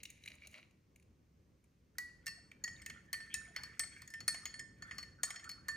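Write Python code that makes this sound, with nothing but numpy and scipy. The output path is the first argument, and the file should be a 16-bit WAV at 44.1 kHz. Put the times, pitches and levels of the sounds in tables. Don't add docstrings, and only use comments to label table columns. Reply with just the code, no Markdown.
import sys
import numpy as np
from scipy import signal
from scipy.fft import rfft, irfft, next_fast_len
from scipy.io import wavfile
from scipy.ndimage import uniform_filter1d

SR = 44100
rng = np.random.default_rng(int(sys.argv[2]) if len(sys.argv) > 2 else 0)


def output_pcm(signal):
    pcm = np.clip(np.atleast_2d(signal).T, -1, 1) * 32767
    wavfile.write(sys.argv[1], SR, np.round(pcm).astype(np.int16))


N = 254016

# (nominal pitch at the first clink [Hz], once the sugar has mixed in [Hz], relative level [dB], free t60 [s])
MUG_MODES = [
    [(1813, 1790, 1, 0.31)],
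    [(1937, 1875, 1, 0.33)],
    [(4440, 4400, 0, 0.23)],
    [(5530, 5435, -3, 0.17)],
    [(5500, 5110, 2, 0.19)],
    [(8300, 8160, -10, 0.34), (8160, 8390, -14, 0.1)],
    [(9280, 9240, -4.5, 0.14), (9600, 11000, -13, 0.093)],
]
# (centre [Hz], width [Hz], relative level [dB])
GLAZE_TICK = [(4345, 580, -4), (5500, 740, -1.5), (6550, 900, 0), (8090, 400, 4.5), (9230, 700, -0.5),
              (9970, 615, -1.5), (12050, 540, -8), (14650, 800, -9)]
# (centre [Hz], width [Hz], relative level [dB])
EDGE_KNOCK = [(2065, 258, 2), (2726, 196, -4), (3090, 278, -5)]


def mug():
    # (time [s], knock [dB], tick [dB], brightness of the knock [0-1], ring [dB],
    # hardness [dB per octave], place on the wall [degrees], spoon ring [dB],
    # share of the free ring time left to the upper modes [ratio], share of the higher mode near 5 kHz [0-1])
    clinks = [(1.983, -45, -31.5, 0.32, -43.5, -20.5, 136, -86, 3.2, .5),
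              (2.2597, -61, -46, 0.6, -68, -6, 96, -74, .95, .5),
              (2.266, -41.5, -35, 0.96, -45, -8, 96, -86, 0.82, 0.4),
              (2.278, -44.5, -39, 0.88, -50, -8, 115, -80, 1.7, 0.1),
              (2.5142, -51.5, -59.5, 0.97, -84, -8, 180, -90, .95, .5),
              (2.639, -47, -38, 0.75, -46.5, -7.5, 59, -35, 0.46, .2),
              (2.676, -47, -56, 0.78, -52, -6.5, 152, -58, 1.2, 0.6),
              (2.8178, -55, -54.5, 0.97, -66, 2, 150, -70, 0.2, 0.3),
              (2.861, -43, -39.5, 1, -54.5, -14, 100, -52, .78, 0.6),
              (2.8983, -43, -47.5, 0.92, -56, -9, 110, -52, 0.36, .5),
              (3.1294, -40.5, -28.5, 0.82, -47, -5, 78, -90, .61, 1),
              (3.139, -42, -71, 0.9, -46, -10, 15, -95, 1.2, 0.8),
              (3.202, -51, -69, 0.86, -52.5, -9, 83, -82, 1.3, 0.9),
              (3.3405, -43, -32.5, 0.91, -48.5, -2, 93, -40, 0.81, 1),
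              (3.5621, -36.5, -40.5, 0.76, -64.5, 5, 57, -86, 0.58, 0.3),
              (3.634, -45.5, -43, 0.76, -64.5, 5, 57, -82, 0.55, 0.86),
              (3.794, -36, -28.5, 0.86, -45.5, 0, 160.5, -44.5, 0.75, 1),
              (3.8353, -46.5, -67, 0.7, -60.5, -1, 127, -77, 0.85, .7),
              (4.0185, -53, -49, 0.2, -63, -8, 63, -81, .94, 0.6),
              (4.0755, -60, -51, 0.9, -64, -10, 52, -60.5, 0.87, .5),
              (4.1025, -64, -52, 0.8, -63, -7, 94, -73, 2.3, 0.2),
              (4.1376, -46, -48, 0.96, -50, -11, 95, -63, 1.4, 0.75),
              (4.2039, -47, -48, 0.74, -67.5, 2, 57, -62.5, .72, 1),
              (4.279, -33.5, -25, 0.69, -42, -2.5, 22, -43, 1.06, 0),
              (4.343, -40.5, -47, 0.54, -52, -8, 42, -54, 2.2, 1),
              (4.4545, -39, -38, 0.84, -55.5, -4.5, 57, -45.5, 1.26, .25),
              (4.54, -48.5, -66, 0.9, -56, -7, 3.7, -62.5, 1.7, .9),
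              (4.5932, -47.5, -48, 1, -47.5, -7.5, 157, -51, 0.84, 0.43),
              (4.822, -49, -53, 0.48, -53, -12.5, 2.3, -57.5, .66, 0),
              (4.91, -43, -75, 0.87, -51.5, -13, 112, -59.5, 2.1, 0.5),
              (4.982, -43, -42.5, 0.7, -60, 2, 58, -51.5, 0.95, 1),
              (5.0281, -52, -50, 0.93, -57.5, -4.5, 63.5, -90, 0.64, .8),
              (5.2323, -34, -27.5, 0.66, -46.5, -1, 29, -36, 0.88, 1),
              (5.304, -39, -44, 0.86, -59, -1.5, 94, -54, 1, 0.9),
              (5.359, -46.5, -57, 0.95, -53.5, -3, 150, -61, 1.8, 0.9),
              (5.395, -48, -64, 0.9, -72, -1, 160, -79, 1.2, .5),
              (5.441, -53, -55, 1, -62.5, -7, 75, -61.5, 2.5, .5),
              (5.492, -45.5, -42, 0.85, -65, 3.5, 56, -55, 0.69, 0.4),
              (5.514, -54, -47, 0.9, -64, -1, 58, -81, 1, 0.3),
              (5.683, -42, -37.5, 0.28, -50, -8, 26, -54, 0.78, 0.6),
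              (5.687, -50, -46, 0.4, -41, -13, 83.5, -54, 1.8, 1)]
    spoon_modes = [(6690, 6760, 5, 0.09), (5900, 3000, -5, 0.04)]
    # (centre [Hz], width [Hz], relative level [dB])
    flat_knock = [(699.5, 132, -5), (1152, 210, 6), (1714, 686, -0.5)]
    twin_fades_s, twin_late_t60 = 3.3, 0.14
    wash_db, wash_t60 = -20, .16

    hits, t = np.array(clinks), np.arange(N) / SR
    times, knock_db, tick_db, brightness, ring_db, hardness, place, spoon_db, upper_share, higher = hits.T
    last = np.searchsorted(times, t) - 1
    since = abs(t - times[last])
    unmixed = np.exp(-np.clip(t - times[0], 0, None) / 1.1)
    first_flash = 1 + 0.98 * amp(-60 * since / 0.059)

    ring = np.zeros(N)
    levels = ring_levels(ring_db, hardness, place, higher) + [spoon_db]
    for group, group_db in zip(MUG_MODES + [spoon_modes], levels):
        for start_hz, end_hz, db, t60 in group:
            height = end_hz / 4400
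            level_luck, pitch_luck = rng.standard_normal((2, len(hits)))
            lasts = t60 * (np.clip(upper_share, .2, 2) if end_hz > 3000 else np.ones(len(hits)))
            if group is MUG_MODES[1]:
                lasts = np.where(times < twin_fades_s, t60, twin_late_t60)
            struck = carried(times, amp(group_db + db + 0.9 * height * level_luck), lasts)
            decay = amp(-60 * since / lasts[last])
            size = struck[last] * decay * first_flash ** min(height, 1.5) * (last >= 0)
            detune = 1 + 0.0023 * pitch_luck[last] + 0.0022 * height ** 2.3 * wobble(60)
            hz = (end_hz + (start_hz - end_hz) * unmixed) * detune
            onset = np.pad(uniform_filter1d(size, size=61), (30, 0))[:N]
            breakup = amp(2.3 * height ** .9 * wobble(80))
            ring += onset * breakup * np.sin(2 * np.pi * np.cumsum(hz) / SR)

    knocks = split_blows(times, knock_db, brightness, 0.039, flat_knock, EDGE_KNOCK)
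    touches = bursts(times, tick_db, 0.018)
    wash = bursts(times, tick_db + wash_db, wash_t60)
    return ring + knocks + body(touches + wash, GLAZE_TICK, steep=True)


def ring_levels(ring_db, hardness, place, higher):
    # (waves [count], loudest place [degrees], level added there [dB])
    wall_shapes = [(2, 0, 7.5), (2, 45, 7.5), (3, 5.3, 16.8), (3, -16.2, 10.1), (3, -16.2, 10.1),
                   (4, -10.6, 24.4), (2, 13.8, 17.8)]
    node_leak = 0.019

    lowest_hz = MUG_MODES[0][0][1]
    higher = np.clip(higher, .02, .98)
    pair_share = {3: higher, 4: 1 - higher}
    levels = []
    for k, (group, (waves, loudest, db)) in enumerate(zip(MUG_MODES, wall_shapes)):
        tilt_db = hardness * np.log2(group[0][1] / lowest_hz)
        motion = abs(np.cos(waves * np.radians(place - loudest))) + node_leak
        share_db = 10 * np.log10(pair_share.get(k, 1))
        levels.append(ring_db + db + share_db + tilt_db + 20 * np.log10(motion))
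    return levels


def carried(times, fresh, lasts):
    carry = 0.47
    size = list(fresh[:1])
    for gap, new, t60 in zip(np.diff(times), fresh[1:], lasts):
        size.append(np.hypot(new, carry * size[-1] * amp(-60 * gap / t60)))
    return np.array(size)


def blips():
    drink_blips = [(2.266, 2780, -49, 68), (2.375, 710, -64.5, 7.6), (2.516, 2330, -40, 7),
                   (2.865, 2640, -51, 25), (2.764, 3780, -49.5, 10), (2.975, 1396, -57, 15),
                   (3.345, 2616, -42, 18), (3.48, 704, -65, 7.6), (3.505, 688, -63, 7.5),
                   (3.833, 2155, -42.5, 12)]
    sag_per_s = 1.1
    out, t = np.zeros(N + SR), np.arange(SR // 10) / SR
    for s, hz, db, life in drink_blips:
        u = t * hz / life * 2
        envelope = np.e * u * np.exp(-u)
        out[round(s * SR):][:len(t)] += amp(db) * envelope * np.sin(2 * np.pi * hz * t * (1 - sag_per_s * t / 2))
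    return out[:N] * amp(3.4 * wobble(300))


def swirl():
    # (time [s], swish gain [dB], share made near the surface [0-1])
    drag = [(1.95, -79, 0.8), (2.6, -76.5, 0.06), (2.75, -63, 0.74), (2.84, -70, 0.8), (3, -62.5, 0.4),
            (3.11, -74, 0.1), (3.25, -60, 1), (3.45, -59.5, 0.2), (3.53, -67.5, 0.5), (3.59, -56, 0.6),
            (3.75, -63, 0.6), (3.88, -72, 0.6), (3.97, -55.5, 0.73), (4.07, -73, 0.73), (4.4, -60, 0.3),
            (4.7, -76, 0.02), (4.78, -70.5, 0.76), (4.93, -56, 0.5), (5.18, -72, 0.03), (5.27, -60.5, 0.04),
            (5.42, -62, 0), (5.62, -73, 0.17), (5.76, -54, 1)]
    # (centre [Hz], width [Hz], relative level [dB])
    deep_air = [(694, 670, -11.5), (1490, 380, 2)]
    shallow_air = [(2125, 430, -4), (3420, 400, -9.5)]

    def rub():
        return unit(grit(2500, 2.8) * amp(4.5 * wobble(35)))

    def hollow(peaks):
        return patchy(body(body(rub(), peaks), peaks), 7.5)

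    s, _, share = np.transpose(drag)
    share = np.clip(np.interp(np.arange(N) / SR, s, share), 0, 1)
    shallow = hollow(shallow_air) + amp(-16.0) * hollow(EDGE_KNOCK[:1])
    shallow = shallow + amp(-9.0) * body(rub(), GLAZE_TICK) + amp(-10.5) * bubbles(count=400)
    song = unit(body(rub(), [(MUG_MODES[0][0][1], 47, 0)]))
    return curve(drag) * (np.sqrt(1 - share) * hollow(deep_air) + np.sqrt(share) * shallow + song)


def bubbles(count):
    start, pitch, size = rng.random((count, 3)).T
    t = np.arange(SR // 60) / SR
    hz = (1300 * 2.8 ** (pitch * pitch))[:, None]
    envelope = t * hz * np.exp(-t * hz / 3.5)
    pockets = amp(12 * size)[:, None] * np.sin(2 * np.pi * hz * t * (1 + 3 * t)) * envelope
    where = (start[:, None] * N).astype(int) + np.arange(len(t))
    return unit(np.bincount(where.ravel(), pockets.ravel(), minlength=N)[:N])


def plate():
    # (time [s], low level [dB], high level [dB], nearness to the rim [0-1])
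    plate_taps = [(0.032, -43.5, -39, 0.3), (0.053, -40, -47, 0.89), (0.058, -53, -56, 0.9),
                  (0.102, -61, -45, 0.9), (0.2365, -52.5, -61.5, 1), (0.259, -44.5, -52.5, 0.35),
                  (0.2758, -41.5, -55, 0.35), (0.2826, -48, -53, 0.5), (0.3165, -46, -65, 0.13),
                  (0.42, -54.5, -79, 0.03), (0.4708, -51.5, -46.5, 1), (0.512, -76, -59.5, 0.9),
                  (0.7087, -69.5, -71, 0.3), (0.9592, -63.5, -58, 0.22), (0.997, -71, -68, 0.15),
                  (1.0245, -68.5, -69, 0.3), (1.64, -78, -69, 0.1)]
    plate_middle = [(2230, 420, 4.5), (2545, 180, -0.5)]
    plate_rim = [(2760, 240, 2), (3970, 165, 0.5), (4440, 224, -4), (5900, 360, -9.5)]
    spoon_steel = [(6220, 230, -6.5), (7070, 350, 2.5), (8580, 190, -0.5), (9870, 480, -1),
                   (13200, 530, -8), (14400, 1100, -15)]
    stone_top = [(593, 51, 7), (1270, 460, 1)]

    def crunch(clump_db):
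        return unit(grit(2500, 2.55) * amp(clump_db * wobble(90.2)))

    s, low_db, high_db, rim = np.transpose(plate_taps)
    taps = split_blows(s, low_db, rim, 0.014, plate_middle, plate_rim)
    taps = taps + body(bursts(s, high_db, 0.023), spoon_steel)
    grains = crunch(clump_db=2.0)
    on_plate = body(grains, plate_middle, steep=True) + amp(-5.0) * body(grains, plate_rim, steep=True)
    crumbs = patchy(on_plate, 1.5) + amp(-10.0) * body(crunch(clump_db=-5.0), spoon_steel)
    return taps + pushes(column=1) * crumbs + pushes(column=2) * body(crunch(clump_db=4.0), stone_top)


def pushes(column):
    # (hardest moment [s], crunch gain [dB], press on the counter [dB])
    crumb_pushes = np.array([(.005, -61, -93), (.1, -60, -86), (.17, -65, -98), (.25, -59, -98),
                             (.3, -61, -70), (0.339, -62, -79), (0.431, -62.5, -76.5), (0.458, -59, -80),
                             (0.55, -55, -67.5), (0.574, -59.5, -68.5), (.65, -76, -80)])
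    swell_db_per_s, fade_db_per_s = 362, 316
    late = np.arange(N) / SR - crumb_pushes[:, :1]
    slope_db = np.minimum(swell_db_per_s * late, -fade_db_per_s * late)
    return amp(crumb_pushes[:, column, None] + slope_db).sum(0)


def room(x):
    # (frequency [Hz], t60 [s])
    wall_decay = [(500, 0.69), (2000, 0.56), (6000, 0.57), (10000, 0.4), (15000, 0.12)]
    out, step = np.zeros((2, N + SR)), SR // 4
    for k in range(0, N, step):
        hz, t, z = signal.stft(rng.standard_normal((2, SR // 2)), SR, nperseg=256)
        fading = z * amp(-60 * t / along(wall_decay, hz)[:, None])
        tail = signal.istft(fading, SR, nperseg=256)[1]
        tail = tail + 0.91 * tail.mean(0)
        wet = signal.fftconvolve(x[None, k:k + step], tail / np.linalg.norm(tail[0]), axes=1)
        out[:, k + 200:k + 200 + wet.shape[1]] += wet
    return out[:, :N]


def kitchen():
    # (time [s], relative level [dB])
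    hum_course = [(0, -68.5), (1.3, -72.5), (2.2, -69.5), (3.2, -67.5), (4.3, -67.5), (5.76, -68)]
    # (frequency [Hz], relative level [dB per Hz])
    rumble_spectrum = [(22, -28), (64, -1.5), (139, -6), (181, -6.5), (331, -14), (411, -18), (565, -20.5),
                       (635, -27.5), (1200, -32), (1900, -90)]
    # (frequency [Hz], relative level [dB per Hz])
    hiss_spectrum = [(500, -31), (1000, 0), (2200, 0), (3500, -6), (6500, -4.5), (7600, -11.5), (9000, -9),
                     (11300, -20), (14000, -6), (16500, -28)]
    lumps = amp(3.0 + 1.4 * wobble(4.73) + 1.7 * wobble(18))
    return curve(hum_course) * lumps * rush(rumble_spectrum) + amp(-84.5) * rush(hiss_spectrum)


def rush(spectrum):
    # (frequency [Hz], left-right correlation [-1 to 1])
    likeness = [(60, 0.94), (150, 0.96), (380, 0.79), (950, -0.18), (2380, 0.68), (5980, 0.48),
                (15000, -0.39)]

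    def response(hz):
        turn = np.arccos(np.clip(along(likeness, hz), -1, 1)) / 2
        return amp(along(spectrum, hz)) * np.array([np.cos(turn), np.sin(turn)])

    mid, side = filtered(rng.standard_normal((2, N)), response)
    return unit(np.array([mid + side, mid - side]))


def split_blows(times, levels_db, share, t60, first, second):
    share = np.clip(share, .02, .98)
    first_blows = bursts(times, levels_db + 10 * np.log10(1 - share), t60)
    second_blows = bursts(times, levels_db + 10 * np.log10(share), t60)
    return body(first_blows, first, steep=True) + body(second_blows, second, steep=True)


def bursts(times, levels_db, t60):
    out, t = np.zeros(N + SR), np.arange(SR // 6) / SR
    for s, db in zip(times, levels_db):
        rise = np.clip(0.00014 * amp(-.6 * (db + 34.0)), .0002, .001)
        puff = rng.standard_normal(len(t)) * amp(-60 * t / t60) * (1 - np.exp(-t / rise))
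        start_rms = np.sqrt(np.mean(puff[:SR // 200] ** 2))
        out[round(s * SR):][:len(t)] += amp(db) * puff / start_rms
    return out[:N]


def grit(rate, spread_db):
    present = rng.random(N) < rate / SR
    return unit(present * amp(spread_db * rng.exponential(size=N)) * rng.standard_normal(N))


def patchy(x, depth_db):
    z = signal.stft(x, nperseg=256)[2]
    across_pitch = uniform_filter1d(rng.standard_normal(z.shape), size=2, axis=0)
    field = uniform_filter1d(across_pitch, size=12, axis=1)
    return unit(signal.istft(z * amp(depth_db * unit(field)), nperseg=256)[1][:N])


def body(x, peaks, steep=False):
    order = 1 + steep
    widen = 1 / np.sqrt(2 ** (1 / order) - 1)

    def response(f):
        total = 0
        for k, (centre, width, db) in enumerate(peaks):
            damping = 1j * f * width * widen
            total = total + (-1) ** k * amp(db / order) * damping / (centre * centre - f * f + damping)
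        return unit_gain(total ** order)

    return filtered(x, response)


def unit_gain(response):
    return response / np.sqrt(np.mean(abs(response) ** 2))


def filtered(x, response):
    m = next_fast_len(N + SR // 5)
    return irfft(rfft(x, m) * response(np.fft.rfftfreq(m, 1 / SR)), m)[..., :N]


def amp(db):
    return 10 ** (np.asarray(db) / 20)


def unit(x):
    return x / np.sqrt(np.mean(x ** 2) + 1e-20)


def along(points, hz):
    f, v = np.transpose(points)
    return np.interp(np.log(hz + 1), np.log(f + 1), v)


def curve(rows, column=1):
    table = np.transpose(rows)
    return amp(np.interp(np.arange(N) / SR, table[0], table[column], left=-140, right=-140))


def wobble(rate):
    knots = rng.standard_normal(int(N * rate / SR) + 2)
    return np.interp(np.arange(N) * rate / SR, np.arange(len(knots)), knots)


def scene():
    # (frequency [Hz], left port's lead [radians])
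    port_lead = [(500, -0.014), (1000, 1.95), (2000, 0.83), (7000, 0.8), (8100, 1.57), (9300, -1.58),
                 (12000, -1.63)]
    # (frequency [Hz], left minus right [dB])
    port_lean = [(300, -38), (700, -1), (1290, -2.5), (1790, -4.5), (2380, 1.5), (4400, 3), (8120, 2),
                 (15000, -0.5)]
    # (frequency [Hz], gain [dB])
    case_notches = [(300, -2), (6800, -4.5), (7500, -15.5), (8100, -8.5), (10500, -6.5), (11300, -20.5),
                    (12300, -4.5)]

    def ports(hz):
        half = amp(along(port_lean, hz) / 2) * np.exp(.5j * along(port_lead, hz))
        return np.array([half, 1 / half])

    near = mug() + blips() + swirl() + plate()
    heard = filtered(near, ports) + amp(-12.5) * room(near)
    return filtered(heard, lambda hz: amp(along(case_notches, hz))) + kitchen()


def record(dry):
    top_hz = 16800
    return filtered(dry, lambda hz: hz < top_hz)


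dry = scene()
out = record(dry)
output_pcm(out)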